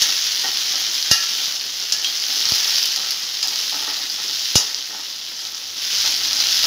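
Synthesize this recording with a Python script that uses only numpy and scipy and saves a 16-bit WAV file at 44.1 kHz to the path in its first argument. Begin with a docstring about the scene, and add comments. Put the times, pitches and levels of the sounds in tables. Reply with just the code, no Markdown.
"""A small kitchen, one microphone close above a metal wok in which sliced onions fry in hot oil.
Countless steam bubbles burst and the oil spits; the sizzle swells whenever wet onion is turned
onto hot metal. A slotted steel spatula scrapes through the slices, taps and clinks on the wok and a
few times knocks it against the stove. Counter and walls add a short reverberation."""
import sys
import numpy as np
from scipy import signal
from scipy.fft import rfft, irfft
from scipy.io import wavfile

SR = 44100
rng = np.random.default_rng(int(sys.argv[2]) if len(sys.argv) > 2 else 0)


def to_wav(s):
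    """Save 16-bit WAV."""
    ch = np.atleast_2d(s).T  # columns
    pcm = np.round(np.clip(ch, -1, 1) * 32767)  # PCM
    wavfile.write(sys.argv[1], SR, pcm.astype(np.int16))


N = 293811

# Spatula blows on the wok. Each row: start in seconds, clash in dB, its t60 in seconds, wok ring in dB,
# blade ring in dB, ping in Hz, ping in dB, crack in dB, drag of the blade afterwards in dB.
BLOWS = [(0.019, -15, .13, -32, -22, 5500, -22, -13, -38), (1.113, -13, .16, -15, -29, 5050, -21, -16, -42),
         (1.9225, -17.5, .1, -36, -26, 5230, -15, -9, -46),
         (2.0452, -31, .15, -42, -34, 3246, -17, -10, -50),
         (3.428, -23, .12, -40, -28, 5020, -16, -10, -43), (3.482, -27, .08, -44, -32, 4900, -24, -16, -52),
         (4.5545, -11.5, .19, -32, -10, 5300, -22, -13, -34),
         (5.403, -35, .2, -48, -44, 4350, -30, -26, -52)]
# Spectra of the bursting bubbles and of their fine spray. 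Each row: frequency in Hz, relative dB.
BUBBLE_SPECTRUM = [(200, -42), (600, -21), (1100, -19), (1500, -11), (2400, -13.5), (3100, -4.5),
                   (3800, -4), (5200, 1), (6200, -3.5), (7000, -12), (8000, -24), (10000, -43),
                   (15000, -31.5)]
SPRAY_SPECTRUM = [(5000, -21), (8300, -12), (9500, -2.5), (10800, 0.5), (12700, -1.5), (15400, 1.5)]


def from_db(db):
    """Decibels to gain."""
    return 10 ** (np.asarray(db) / 20)


def rms_one(x):
    """Scale to an rms of one."""
    return x / np.sqrt(np.mean(x ** 2) + 1e-20)


def in_time(rows):
    """A curve through (seconds, value) points, sample by sample."""
    return np.interp(np.arange(N) / SR, *np.transpose(rows))


def clicks_at(times, heights):
    """A train of single clicks."""
    out = np.zeros(N)
    out[np.clip(np.round(times * SR).astype(int), 0, N - 1)] = heights
    return out


def convolve(x, response):
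    """Pass a sound through an impulse response."""
    return signal.oaconvolve(x, response)[:N]


def pulse_of(spectrum, size=4096):
    """The shortest causal pulse that has this spectrum; peak one."""
    hz, db = np.transpose(spectrum)
    grid = np.maximum(np.arange(size // 2 + 1) * SR / size, 1)
    gain = from_db(np.interp(np.log(grid), np.log(hz), db))
    cepstrum = irfft(np.log(gain))
    cepstrum[1:size // 2] *= 2
    cepstrum[size // 2 + 1:] = 0
    pulse = irfft(np.exp(rfft(cepstrum)))
    return pulse / np.abs(pulse).max()


def colour(x, spectrum):
    """Filter a sound by a spectrum; rms one."""
    return rms_one(convolve(x, pulse_of(spectrum)))


def drift(per_s):
    """A curve that glides between random values; rms one."""
    steps = np.arange(N) * per_s / SR
    return rms_one(np.interp(steps, np.arange(N), rng.standard_normal(N)))


def grains(per_s, spread_db, clump_db, largest=6.4):
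    """Random clicks of uneven size that come in clumps."""
    born = rng.random(N) < per_s * from_db(clump_db * drift(per_s=120)) / SR
    sizes = from_db(spread_db * np.minimum(rng.exponential(1, N), largest))
    return born * sizes * rng.choice([-1, 1], N)


def resonate(x, hz, width_hz):
    """A resonance with a gain of one at its top."""
    r = np.exp(-np.pi * width_hz / SR)
    feedback = [1, -2 * r * np.cos(2 * np.pi * hz / SR), r * r]
    return signal.lfilter(np.array([1, 0, -1]) * (1 - r * r) / 2, feedback, x + 1e-18)


def ring(modes, uneven_db):
    """One blow sets modes (Hz, dB, t60 in seconds) ringing, each with its own strength and sign."""
    t = np.arange(SR * 3 // 4) / SR
    hz, db, t60 = np.transpose(modes)
    strength = from_db(db + uneven_db * rng.standard_normal(len(hz))) * rng.choice([-1, 1], len(hz))
    decay = np.exp(-np.log(1000) * t / t60[:, None])
    return strength @ (np.sin(2 * np.pi * hz[:, None] * t) * decay)


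def kitchen(x, t60_s=0.22, first_echo_s=0.005, spot_count=8):
    """Counter and walls reflect; the sound hops between spots in the wok, each with its own echoes."""
    t = np.arange(SR // 2) / SR
    decay = np.exp(-np.log(1000) * t / t60_s) * (t > first_echo_s)
    hop = SR // 100
    spots = rng.integers(0, spot_count, N // hop + 2)
    out = np.zeros(N)
    for spot in range(spot_count):
        share = np.sqrt(np.interp(np.arange(N) / hop, np.arange(len(spots)), spots == spot))
        echoes = rng.standard_normal(len(t)) * decay
        out += convolve(x * share, echoes / np.linalg.norm(echoes))
    return out


def stove():
    """Under the wok the stove rumbles faintly, and thuds when the wok is pushed against it."""
    # The wok bumps the stove. Each row: start in seconds, peak in dB.
    bumps = [(0.019, -27), (1.1139, -9), (1.48, -36), (2.521, -15), (4.5568, -2.5)]
    # The rumble rises near the end. 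Each row: time in seconds, level in dB.
    rumble_level = [(5.4, -68), (6.12, -54), (6.66, -54)]
    # Spectra of thud and rumble. Each row: frequency in Hz, relative level in dB.
    thud_spectrum = [(25, -24), (55, -4.5), (105, 1.5), (200, -4), (350, -9.5), (700, -11), (1200, -15.5),
                     (2500, -37)]
    rumble_spectrum = [(25, -27), (55, -31), (85, 6.5), (120, -2), (200, -14), (500, -24.5)]
    starts, peak_db = np.transpose(bumps)
    thuds = convolve(clicks_at(starts, from_db(peak_db)), pulse_of(thud_spectrum))
    return thuds + from_db(in_time(rumble_level)) * colour(rng.standard_normal(N), rumble_spectrum)


def stirring(vigour_db, rise_s=0.0033, drag_s=0.1, resting_db=-53.5, slices_db=-47.5):
    """The blade sticks and slips along the bowl, on strokes and after blows, pushing soft slices."""
    # Firm spatula strokes. Each row: start in seconds, level in dB, length in seconds.
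    strokes = [(0.436, -36.5, 0.084), (0.735, -38.5, 0.084), (1.385, -48, 0.18), (2.292, -45, 0.1),
               (2.445, -44.5, 0.29), (2.969, -44.5, 0.19), (3.721, -41.5, 0.18), (3.867, -41.5, 0.17),
               (4.178, -46, 0.1), (4.893, -41.5, 0.1), (6.036, -36, 0.069), (6.2, -44, 0.45),
               (6.637, -32.5, .07)]
    # Modes of the rubbed bowl, damped by onions. Each row: frequency in Hz, width in Hz, relative dB.
    bowl_modes = [(193, 46, -9.5), (292.5, 15.5, 2), (418, 32, -3), (620, 100, -3), (767, 34, 5),
                  (879, 64, 3), (1318, 60, 5), (1511, 25, 1), (1865, 50, 5.5)]
    # Spectrum of the sliding slices. Each row: frequency in Hz, relative level in dB.
    slice_spectrum = [(60, -18), (150, -5.5), (210, -4), (295, -0.5), (420, 0), (550, -3), (820, -3.5),
                      (1200, 1), (2500, -15.5)]
    t = np.arange(N) / SR
    effort = from_db(0.41 * vigour_db)
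    pressure = from_db(resting_db) * effort   # between strokes the blade keeps rubbing lightly
    drags = [(start, drag_db, drag_s) for start, *_, drag_db in BLOWS]
    for start, db, length in list(strokes) + drags:
        age = np.maximum(t - start, 0)
        release = np.exp(-np.minimum(age / length, 10) ** 2)
        pressure += from_db(db) * np.minimum(age / rise_s, 1) * release
    slips = grains(per_s=1500, spread_db=3.5, clump_db=3.5)
    bowl = sum((-1) ** k * from_db(db) * resonate(slips, hz, width)
               for k, (hz, width, db) in enumerate(bowl_modes))
    slices = colour(grains(per_s=1800, spread_db=-0.5, clump_db=4.0), slice_spectrum)
    return pressure * rms_one(bowl) + from_db(slices_db) * effort * slices


def clash(t60_s, count=220):
    """The crowd of short-lived modes in struck thin sheet metal."""
    # Outline of the modes' strength. Each row: frequency in Hz, relative level in dB.
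    outline = [(300, -7), (900, -25.5), (2200, -21), (3000, -4), (4000, -7), (5300, 4), (6600, -1),
               (8200, -23.5), (11000, -13), (13000, -24), (15500, -19)]
    outline_hz, outline_db = np.transpose(outline)
    hz = 500 + 15000 * (np.arange(count) + rng.random(count)) / count
    db = np.interp(np.log(hz), np.log(outline_hz), outline_db)
    modes = np.column_stack([hz, db, t60_s * from_db(2 * rng.standard_normal(count))])
    return ring(modes, uneven_db=5.5) / np.sqrt(np.sum(from_db(db) ** 2) / 2)


def spatula_blows(ping_t60_s=0.15, crack_s=0.002, lowest_hz=450):
    """Steel hits the wok: a crack, a clash, clear ringing and a beating ping from the touching edge."""
    # Modes of wok and blade. Each row: frequency in Hz, relative level in dB, t60 in seconds.
    wok_modes = [(1343, -16, 0.6), (1704, -7, 0.6), (1861, -5, 0.3), (2491, -18, 0.49), (2825, -4, 0.35),
                 (3969, -1, 0.17), (4463, -6, 0.36), (4626, -4, 0.18), (4907, -15, 0.59), (5144, 0, 0.21),
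                 (5706, -14, 0.35), (6132, -13, 0.33), (6262, -6, 0.19), (8449, -26, 0.23),
                 (9589, -18, 0.15), (10493, -26, 0.28), (11130, -14, 0.1), (12014, -21, 0.16),
                 (14118, -16, 0.14)]
    blade_modes = [(2939, -28, 0.44), (4662, -14, 0.22), (4962, -13, 0.3), (5172, -15, 0.6),
                   (5308, -22, 0.6), (5591, 0, 0.11), (5681, -12, 0.39), (6204, -18, 0.25),
                   (6564, -9, 0.17), (6722, -3, 0.11), (7564, -18, 0.1), (10321, -34, 0.4),
                   (10523, -27, 0.16), (10615, -27, 0.17), (11584, -26, 0.18)]
    out = np.zeros(N)
    for start_s, clash_db, clash_t60, wok_db, blade_db, ping_hz, ping_db, crack_db, _ in BLOWS:
        ping = ring([(ping_hz, 0, ping_t60_s), (ping_hz * .975, -4, ping_t60_s / 2)], uneven_db=0)
        blow = from_db(clash_db) * clash(clash_t60) + from_db(ping_db) * ping
        blow += from_db(wok_db) * ring(wok_modes, uneven_db=3.5)
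        blow += from_db(blade_db) * ring(blade_modes, uneven_db=3.0)
        band = signal.butter(2, [ping_hz * .75, ping_hz * 1.2], "band", fs=SR, output="sos")
        crack = rms_one(signal.sosfilt(band, rng.standard_normal(len(blow))))
        blow += from_db(crack_db) * crack * np.exp(-np.arange(len(blow)) / SR / crack_s)
        start = round(start_s * SR)
        out[start:start + len(blow)] += blow[:N - start]
    # the blows carry no deep bass
    return signal.sosfilt(signal.butter(2, lowest_hz, "high", fs=SR, output="sos"), out)


def spits_and_taps(vigour_db, usual_per_s=3.2, fizz_s=0.0017, fizz_db=-11):
    """Sharp pops and ticks: oil spitting, and a few light spatula taps on the wok."""
    # The sharpest pops, spits and taps alike. Each row: start in seconds, pop in dB, tick in dB.
    sharp_pops = [(0.7567, -2, -27), (1.0266, -3, -24), (1.4578, -4, -18), (2.4545, -1, -25),
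                  (2.5208, -1, -23), (2.5575, -10, -11), (2.7581, 0, -21), (2.7839, -2, -15),
                  (2.829, -2, -13), (2.857, -5, -8), (2.9613, -3, -15), (3.1076, -4, -10),
                  (3.4738, -9, -12), (3.559, -6, -19), (4.7459, -3, -30), (5.4519, -10, -32),
                  (5.5473, -10, -36), (6.3311, -1, -23), (6.4699, -2, -16)]
    starts, pop_db, tick_db = np.transpose(sharp_pops)
    # lesser spits come by chance, more often and louder as the vigour rises
    born = rng.random(N) < usual_per_s * from_db(vigour_db) / SR
    lesser = born * from_db(0.48 * vigour_db)
    pops = clicks_at(starts, from_db(pop_db)) + lesser * from_db(-10)
    ticks = clicks_at(starts, from_db(tick_db)) + lesser * from_db(-24 + 2 * rng.standard_normal(N))
    snap = pulse_of(BUBBLE_SPECTRUM)
    pop = 0.5 * snap + resonate(snap, hz=4900, width_hz=1300)
    pop /= np.abs(pop).max()
    crackle = colour(grains(per_s=9000, spread_db=3.0, clump_db=1.0), SPRAY_SPECTRUM)
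    fizz = crackle * convolve(ticks, np.exp(-np.arange(SR // 20) / SR / fizz_s))
    return convolve(pops, pop) + convolve(ticks, pulse_of(SPRAY_SPECTRUM)) + from_db(fizz_db) * fizz


def sizzle(vigour_db, usual_bubbles_db=-23.5, usual_spray_db=-36, ring_gain=2.9, pitch_count=14):
    """Each bursting bubble snaps, rings a few cycles at its own pitch and throws a fine spray."""
    snaps, rings = np.zeros(N), np.zeros(N)
    for hz in np.geomspace(2000, 7000, pitch_count):
        bursts = grains(per_s=7000 / pitch_count, spread_db=3.8, clump_db=3.0, largest=5.0)
        snaps += bursts
        rings += resonate(bursts, hz, width_hz=700)
    bubbles = colour(snaps + ring_gain * rings, BUBBLE_SPECTRUM)
    mist = grains(per_s=5000, spread_db=3.5, clump_db=4.0)
    # stray droplets land on the bare hot wall and crack one by one
    ticks = from_db(17) * grains(per_s=45, spread_db=3.5, clump_db=4.0, largest=2.6)
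    spray = colour(snaps + mist + ticks, SPRAY_SPECTRUM)
    return (from_db(usual_bubbles_db + 0.99 * vigour_db) * bubbles
            + from_db(usual_spray_db + 1.05 * vigour_db) * spray)


def scene(usual_frying_db=-23, food_room_db=-6, metal_room_db=-7):
    """From close above the wok: food and metal direct, with the room and the stove behind them."""
    # How hard the onions fry. Each row: time in seconds, level in dB.
    frying = [(0.0, -18), (0.3, -21.5), (1.05, -22), (1.45, -21.5), (1.6, -26.5), (1.9, -25.5),
              (2.28, -22.5), (2.5, -18.5), (2.8, -20), (3.02, -24), (3.42, -26), (3.58, -22.5),
              (4.1, -25.5), (4.53, -23), (4.8, -28.5), (5.3, -31), (5.73, -30), (5.85, -23), (6.07, -18),
              (6.19, -22), (6.66, -16.5)]
    vigour_db = in_time(frying) - usual_frying_db
    food = sizzle(vigour_db) + spits_and_taps(vigour_db) + stirring(vigour_db)
    metal = spatula_blows()
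    room = kitchen(from_db(food_room_db) * food + from_db(metal_room_db) * metal)
    return (food + metal + room + stove())[None]


def record(dry, ceiling=0.9, cutoff_hz=15500):
    """The loudest peaks are rounded and the highest treble is cut."""
    rounded = dry / (1 + (dry / ceiling) ** 4) ** .25
    return signal.sosfilt(signal.ellip(10, .1, 90, cutoff_hz, fs=SR, output="sos"), rounded)


dry = scene()
out = record(dry)
to_wav(out)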